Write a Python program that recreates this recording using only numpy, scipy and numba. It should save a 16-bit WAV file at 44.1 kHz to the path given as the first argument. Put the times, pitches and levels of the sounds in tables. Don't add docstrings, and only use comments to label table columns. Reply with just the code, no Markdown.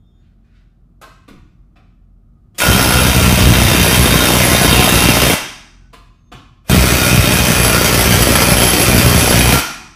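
import sys
import numpy as np
from scipy import signal
from scipy.fft import rfft, irfft
from scipy.io import wavfile
from scipy.ndimage import uniform_filter1d
from numba import njit

SR = 44100
rng = np.random.default_rng(int(sys.argv[2]) if len(sys.argv) > 2 else 0)


def dump(signal):
    limited = np.clip(np.atleast_2d(signal).T, -1, 1)
    pcm = np.round(limited * 32767).astype(np.int16)
    wavfile.write(sys.argv[1], SR, pcm)


N = 438794
T = np.arange(N) / SR

# frequency in Hz, relative level in dB.
AIR_COLOUR = [(20, -32), (32, -13.5), (45, -1), (70, -10), (120, -9.5), (180, -17), (260, -23),
              (360, -27.5), (480, -38.5), (700, -35.5), (950, -46), (1250, -40), (1700, -53), (5000, -61.5),
              (15000, -65.5)]
# pitch in Hz, level in dB.
FAN_TONES = [(43.5, -51), (86, -59.5), (175, -63.5), (231.5, -63.5)]
# middle in seconds, half length in seconds, pitch in Hz, level in dB.
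RUB_TONES = [(0.13, 0.14, 3600, -73), (0.1, 0.12, 3290, -77), (.12, .08, 5303, -83), (0.12, .14, 6772, -82),
             (2.37, 0.17, 1245, -73.5), (5.85, .16, 1500, -64), (4.2, .16, 1400, -66.5),
             (5.1, 0.11, 1500, -74), (6.3, .16, 3600, -74), (6.33, 0.15, 6400, -72)]
# middle in seconds, half length in seconds, level in dB.
SLIDES = [(0.235, 0.076, -68.5), (.48, 0.064, -71), (0.56, 0.043, -61.5)]
# frequency in Hz, relative level in dB.
SCUFF_COLOUR = [(300, -22), (1000, -12), (1450, 5), (2400, -2), (3700, -4), (6000, -14), (9000, -24),
                (15000, -35)]
# time in seconds,
# relative level in dB, bench thud send in dB, bright edge send in dB, seconds for the rattle to fall
# 30 dB, ring pitch in Hz.
SMALL_HITS = [(0.448, -64, -15, -10, .02, 2500), (0.608, -66, -15, -5, 0.012, 2500),
              (1.018, -37.5, -2, 4.5, 0.015, 1320), (1.031, -34.5, -21, -15, 0.031, 1550),
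              (1.283, -38, -8, -3, 0.025, 1395), (1.305, -46.5, 17, -35, 0.033, 1240),
              (1.761, -45, -10.5, -22, .04, 713), (2.55, -50, -17.5, 3.5, 0.016, 3300),
              (2.586, -31.5, -17.5, 24, 0.017, 1386), (5.934, -35, -1, -3.5, 0.022, 1087),
              (6.321, -29.5, 6.5, -11, 0.034, 1087), (6.65, -53, -5, 0, .025, 3300)]
# frequency in Hz, relative level in dB.
CLANK_COLOUR = [(35, -39.5), (100, -14), (340, 4), (520, -6), (750, 0.5), (900, -22), (1100, 0),
                (1550, -8.5), (2000, -9.5), (2700, -10.5), (4000, -14), (6000, -25), (9000, -40),
                (15000, -35)]
# pitch in Hz, 60 dB decay in seconds, gain in dB.
PLATE_MODES = [(1087, 0.05, -11), (2500, 0.022, -16.5), (3000, .1, -24.5), (3430, .06, -28)]
# pitch in Hz, 60 dB decay in seconds, gain in dB.
BENCH_MODES = [(125, 0.089, -6.5), (195, 0.032, -7), (330, 0.03, -4.5)]
# band centre in Hz, 60 dB decay in seconds.
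ROOM_DECAY = [(100, 1), (500, 0.36), (1200, 0.71), (3000, 0.62), (6000, 0.68), (10000, 0.44), (15000, 0.34)]
# hammer start and stop in seconds, seating time in seconds, tightening time
# scale in seconds, blows per second when tight, stumble when tight from 0 to 1, throb fade-in in seconds,
# spin-up level in dB.
WRENCH_RUNS = [(2.603, 5.34, .55, .6, 61.26, .38, 0.081, -25),
               (6.697, 9.605, 0.94, .72, 60.74, .6, 0.002, -23)]
# frequency in Hz, relative level in dB.
CRACK_COLOUR = [(60, -25.5), (250, 2.5), (600, 4), (1000, -1.5), (1800, -1), (2600, 0), (4100, -6.5),
                (5800, -3.5), (7300, -11), (8700, -5.5), (10200, -8.5), (11600, -6), (13000, -9),
                (15300, -8.5)]
# pitch in Hz, 60 dB decay in seconds, then gains in dB
STEEL_MODES = [(1050, 0.054, -17.5, -18.5, -40, -25.5), (1370, 0.071, -17, -22, -20, -17.5),
               (1433, 0.12, -9, -23, -17.5, -21.5), (1757, 0.014, -15.5, -27.5, -28, -20.5),
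               (2150.8, .06, -27, -25.5, -36, -27), (2482, 0.02, -22.5, -22, -12, -14.5),
               (2750, 0.013, -13, -12.5, -29, -34), (3157, 0.034, -13, -13.5, -13.5, -16.5),
               (3670, 0.022, -15.5, -14, -15.5, -25), (4580, 0.052, -32, -32.5, -19, -28),
               (4640, 0.021, -28.5, -25.5, -22.5, -20), (4730, 0.05, -26.5, -24.5, -33, -34),
               (5180, 0.045, -20, -28.5, -27, -26), (5910, 0.014, -29, -28, -18, -20.5),
               (7960, 0.061, -38.5, -34, -20, -22.5), (11090, 0.042, -12.5, -12, -16, -11)]
# time in seconds, relative level in dB.
THROB_RIDES = [
    [(2.68, -10), (2.87, -17), (3.1, -12), (3.5, -10), (4.0, -11.5), (4.25, -15.5), (4.65, -14.5),
     (4.9, -11.5), (5.2, -20)],
    [(6.72, -9), (6.92, -18.5), (7.2, -9), (7.7, -17.5), (8.12, -9.5), (8.3, -16.5), (8.55, -10),
     (8.74, -19), (9.0, -7.5), (9.3, -14.5), (9.55, -10.5)],
]
# frequency in Hz, relative level in dB.
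THROB_COLOUR = [(20, -27), (40, -15), (65, 1.5), (125, -0.5), (200, -3.5), (320, -9.5), (600, -20.5),
                (1200, -30), (4000, -55.5)]

FREE_HZ, LOOSE_DB = 62.85, -13
HARDEN_POWER, TIGHT_RISE_DB, CREEP_DB_PER_S = 3.2, 2.06, 0.24
LET_GO_S, LET_GO_DB = 0.034, -2.5
JOLT_STRAIN, JOLT_S = 1.1, 0.29


def undb(db):
    return 10 ** (np.asarray(db) / 20)


def on_log_axis(hz, points):
    f, value = np.transpose(points)
    return np.interp(np.log(hz + 1), np.log(f), value)


def unit(x):
    return x / np.sqrt(np.sum(x ** 2))


def through(x, response):
    return signal.oaconvolve(x, response)[:N]


def colour(points, size=8192):
    cepstrum = irfft(np.log(undb(on_log_axis(np.fft.rfftfreq(size, 1 / SR), points))))
    cepstrum[1:size // 2] *= 2
    cepstrum[size // 2 + 1:] = 0
    return unit(irfft(np.exp(rfft(cepstrum))))


def fade(t60):
    return undb(-60 * T[:int(t60 * SR) + 2] / t60)


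def bell(middle_s, half_s):
    return np.exp(-((T - middle_s) / half_s) ** 2)


def mode(hz, t60):
    decay = fade(t60)
    return unit(decay * np.sin(2 * np.pi * hz * T[:len(decay)]))


def burst(pulses, t60):
    power = through(pulses ** 2, unit(fade(t60)) ** 2)
    return np.sqrt(np.maximum(power, 0)) * rng.standard_normal(N)


def pulses_at(times, sizes):
    return np.bincount(np.clip(np.asarray(times) * SR, 0, N - 1).astype(int), sizes, N)


def walk(rate_hz):
    return np.interp(T * rate_hz, np.arange(1024), rng.standard_normal(1024))


@njit
def follow(x, attack, release):
    out, level = np.empty(len(x)), 0.
    for i in range(len(x)):
        level += (x[i] - level) * (attack if x[i] > level else release)
        out[i] = level
    return out


def ventilation(air_db=-49, waver_db=2.5, drift=0.024):
    air = through(rng.standard_normal(N), colour(AIR_COLOUR)) * undb(air_db + walk(3.3))
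    hum = 0
    for hz, db in FAN_TONES:
        level = undb(db + waver_db * walk(6.2))
        hum += level * np.sin(2 * np.pi * hz * np.cumsum(1 + drift * walk(8.4)) / SR)
    return air + np.sqrt(2) * hum


def rubbed_steel(flutter_hz=24):
    out = 0
    for middle_s, half_s, hz, db in RUB_TONES:
        phase = 2 * np.pi * hz * T
        tone = walk(flutter_hz) * np.sin(phase) + walk(flutter_hz) * np.cos(phase)
        out += undb(db) * bell(middle_s, half_s) * tone
    return out


def scuffs(grip_db=3, grip_hz=90):
    swell = sum(undb(db) * bell(middle_s, half_s) for middle_s, half_s, db in SLIDES)
    grip = undb(grip_db * walk(grip_hz))
    return through(swell * grip * rng.standard_normal(N), colour(SCUFF_COLOUR))


def clanks_and_clicks(size_db=27, edge_hz=7000, edge_db=-7, touch_s=0.01, grain_db=3,
                      ring_db=-5, ring_t60=0.031):
    hits, to_bench, to_edge, ring = np.zeros((4, N))
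    for time_s, db, thud_db, bright_db, rattle_s, ring_hz in SMALL_HITS:
        decay = fade(2 * rattle_s)
        rattle = unit(decay * np.minimum(T[:len(decay)] / touch_s, 1))
        grains = rng.standard_normal(SR) * undb(grain_db * rng.standard_normal(SR))
        start = int((time_s - touch_s / 2) * SR)
        hit = np.zeros(N)
        hit[start:start + len(rattle)] = undb(db + size_db) * rattle * grains[:len(rattle)]
        hits += hit
        to_bench += undb(thud_db) * hit
        to_edge += undb(bright_db) * hit
        ring += undb(ring_db) * through(hit, mode(ring_hz, ring_t60))
    plate = sum(undb(db) * through(hits, mode(hz, t60)) for hz, t60, db in PLATE_MODES)
    thud = sum(undb(db) * through(to_bench, mode(hz, t60)) for hz, t60, db in BENCH_MODES)
    edge = undb(edge_db) * through(to_edge, mode(edge_hz, t60=0.00018))
    return through(hits, colour(CLANK_COLOUR)) + ring + plate + thud + edge


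def echoes(early_db=-7, early_t60=0.072, tail_db=-5.0, gap_s=.004):
    t = T[:SR]
    hz = np.fft.rfftfreq(SR, 1 / SR)
    spectrum, tail = rfft(rng.standard_normal(SR)), 0
    for centre, t60 in ROOM_DECAY:
        band = on_log_axis(hz, [(f, float(f == centre)) for f, _ in ROOM_DECAY])
        tail += irfft(spectrum * band) * undb(-60 * t / t60)
    early = rng.standard_normal(SR) ** 3 * undb(-60 * t / early_t60)
    return undb(tail_db) * unit(tail * (t > gap_s)) + undb(early_db) * unit(early * (t > gap_s))


def workshop(x, sway_hz=14, count=7):
    paths = np.array([walk(sway_hz) for _ in range(count)])
    paths /= np.sqrt(np.sum(paths ** 2, axis=0))
    return sum(through(x * share, echoes()) for share in paths)


def spin_up(start_s, whirr_db, rise_s=0.01, mesh_hz=3200, mesh_db=-8):
    lead = np.minimum(T - start_s, 0)
    swell = np.exp(lead / rise_s) * (T < start_s)
    gear_hz = mesh_hz * np.exp(lead / (10 * rise_s))
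    whine = undb(mesh_db) * np.sin(2 * np.pi * np.cumsum(gear_hz) / SR)
    whirr = through(rng.standard_normal(N), colour(CRACK_COLOUR))
    return undb(whirr_db) * swell * (whirr + whine)


def hammer(start_s, stop_s, tight, tight_hz, tight_stumble, jitter_s=.0007, scatter_db=3.5, limp_db=-.5):
    running = T >= start_s
    blow_count = np.cumsum((FREE_HZ + (tight_hz - FREE_HZ) * tight) * running) / SR
    last_blow = int(np.interp(stop_s, T, blow_count))
    times = np.interp(np.arange(last_blow + 1), blow_count[running], T[running])
    stumble = tight_stumble * np.interp(times, T, tight)
    late, strong, slip = rng.standard_normal((256, 3))[:len(times)].T
    limp = (-1.) ** np.cumsum(slip < 1)
    sizes = undb(stumble * (scatter_db * strong + limp_db * limp))
    sizes /= np.sqrt(uniform_filter1d(sizes ** 2, size=9))
    return times + jitter_s * (stumble + .2) * late, sizes * np.sqrt(SR / FREE_HZ)


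def anvil_blows(nut, times, sizes, force_db, crack_t60=0.039, rebound_s=.0065, rebound_db=-7,
                tick_db=-8, crack_db=-2.0, wander_db=2):
    start_s, _, seat_s = WRENCH_RUNS[nut][:3]
    seated = np.clip(2 * (T - start_s) / seat_s - 1, 0, 1)
    rebounds = times + rebound_s * (1 + .25 * rng.standard_normal(256)[:len(times)])
    blows = (pulses_at(times, sizes) + undb(rebound_db) * pulses_at(rebounds, sizes)) * undb(force_db)
    crack = undb(tick_db) * blows + undb(crack_db) * burst(blows, crack_t60)
    out = through(crack, colour(CRACK_COLOUR))
    contact = burst(blows, t60=0.0035)
    for hz, t60, *levels in STEEL_MODES:
        loose_db, seated_db = levels[2 * nut:2 * nut + 2]
        db = loose_db + (seated_db - loose_db) * seated + wander_db * walk(5)
        out += through(contact * undb(db), mode(hz, t60))
    return out


def throb(times, sizes, deep_db, strain, surge_db=2.5, scatter_db=3.0, push_hz=260, push_db=-6,
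          split_hz=160, noise_t60=0.049, rumble_db=-4.0, flutter_db=-16.5, flutter_rise_db=4.5,
          cluck_hz=620, cluck_db=-34, cluck_rise_db=8, cluck_scatter_db=5):
    push_luck, flutter_luck, cluck_luck = rng.standard_normal((256, 3))[:len(times)].T
    deep_sizes = sizes * undb(np.interp(times, T, deep_db + surge_db * walk(18)))
    pushes = pulses_at(times, deep_sizes * undb(scatter_db * push_luck))
    pushes = signal.lfilter(*signal.butter(2, push_hz, fs=SR), pushes)
    rumble = burst(pulses_at(times, deep_sizes), noise_t60)
    rumble = signal.lfilter(*signal.butter(2, split_hz, fs=SR), rumble)
    flutter = burst(pulses_at(times, sizes * undb(scatter_db * flutter_luck)), noise_t60)
    flutter = signal.lfilter(*signal.butter(2, split_hz, "high", fs=SR), flutter)
    flutter *= undb(flutter_db + flutter_rise_db * strain)
    clucks = burst(pulses_at(times, sizes * undb(cluck_scatter_db * cluck_luck)), t60=0.033)
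    clucks *= undb(cluck_db + cluck_rise_db * strain)
    low_end = undb(push_db) * pushes + undb(rumble_db) * rumble + flutter
    return through(low_end, colour(THROB_COLOUR)) + through(clucks, mode(cluck_hz, t60=0.008))


def scene(overload_db=3.5, tool_direct_db=-3.5, handling_direct_db=-9):
    handling = clanks_and_clicks() + scuffs()
    tool, throbs = 0, 0
    for nut, run in enumerate(WRENCH_RUNS):
        start_s, stop_s, _, tighten_s, tight_hz, stumble, bite_s, whirr_db = run
        age = np.maximum(T - start_s, 0)
        tight = 1 - np.exp(-(age / tighten_s) ** 2)
        strain = tight ** HARDEN_POWER
        let_go = np.exp(np.minimum(T - stop_s, 0) / LET_GO_S)
        force_db = LOOSE_DB + TIGHT_RISE_DB * strain + CREEP_DB_PER_S * age + LET_GO_DB * let_go
        times, sizes = hammer(start_s, stop_s, tight, tight_hz, stumble)
        tool += spin_up(start_s, whirr_db) + anvil_blows(nut, times, sizes, force_db)
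        bite = np.clip((times - start_s + 0.0019) / bite_s, 0, 1) ** 2
        jolt = JOLT_STRAIN * np.exp(-(age / JOLT_S) ** 2)
        ride_db = np.interp(T, *np.transpose(THROB_RIDES[nut]))
        throbs += throb(times, sizes * bite, ride_db + overload_db, strain + jolt)
    direct = undb(tool_direct_db) * tool + undb(handling_direct_db) * handling
    return (direct + workshop(tool + handling) + rubbed_steel() + throbs + ventilation())[None]


def record(dry, threshold_db=-9, attack_s=0.055, release_s=0.4, squeeze=0.32, ceiling=.88,
           low_cut_hz=15, high_cut_hz=15300):
    sound = signal.sosfilt(signal.butter(2, low_cut_hz, "high", fs=SR, output="sos"), dry)
    envelope = follow(np.abs(sound[0]), 1 / (attack_s * SR), 1 / (release_s * SR))
    held = sound * np.maximum(envelope / undb(threshold_db), 1) ** -squeeze
    rounded = held / (1 + (held / ceiling) ** 6) ** (1 / 6)
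    return signal.sosfilt(signal.ellip(12, .2, 70, high_cut_hz, fs=SR, output="sos"), rounded)


dry = scene()
out = record(dry)
dump(out)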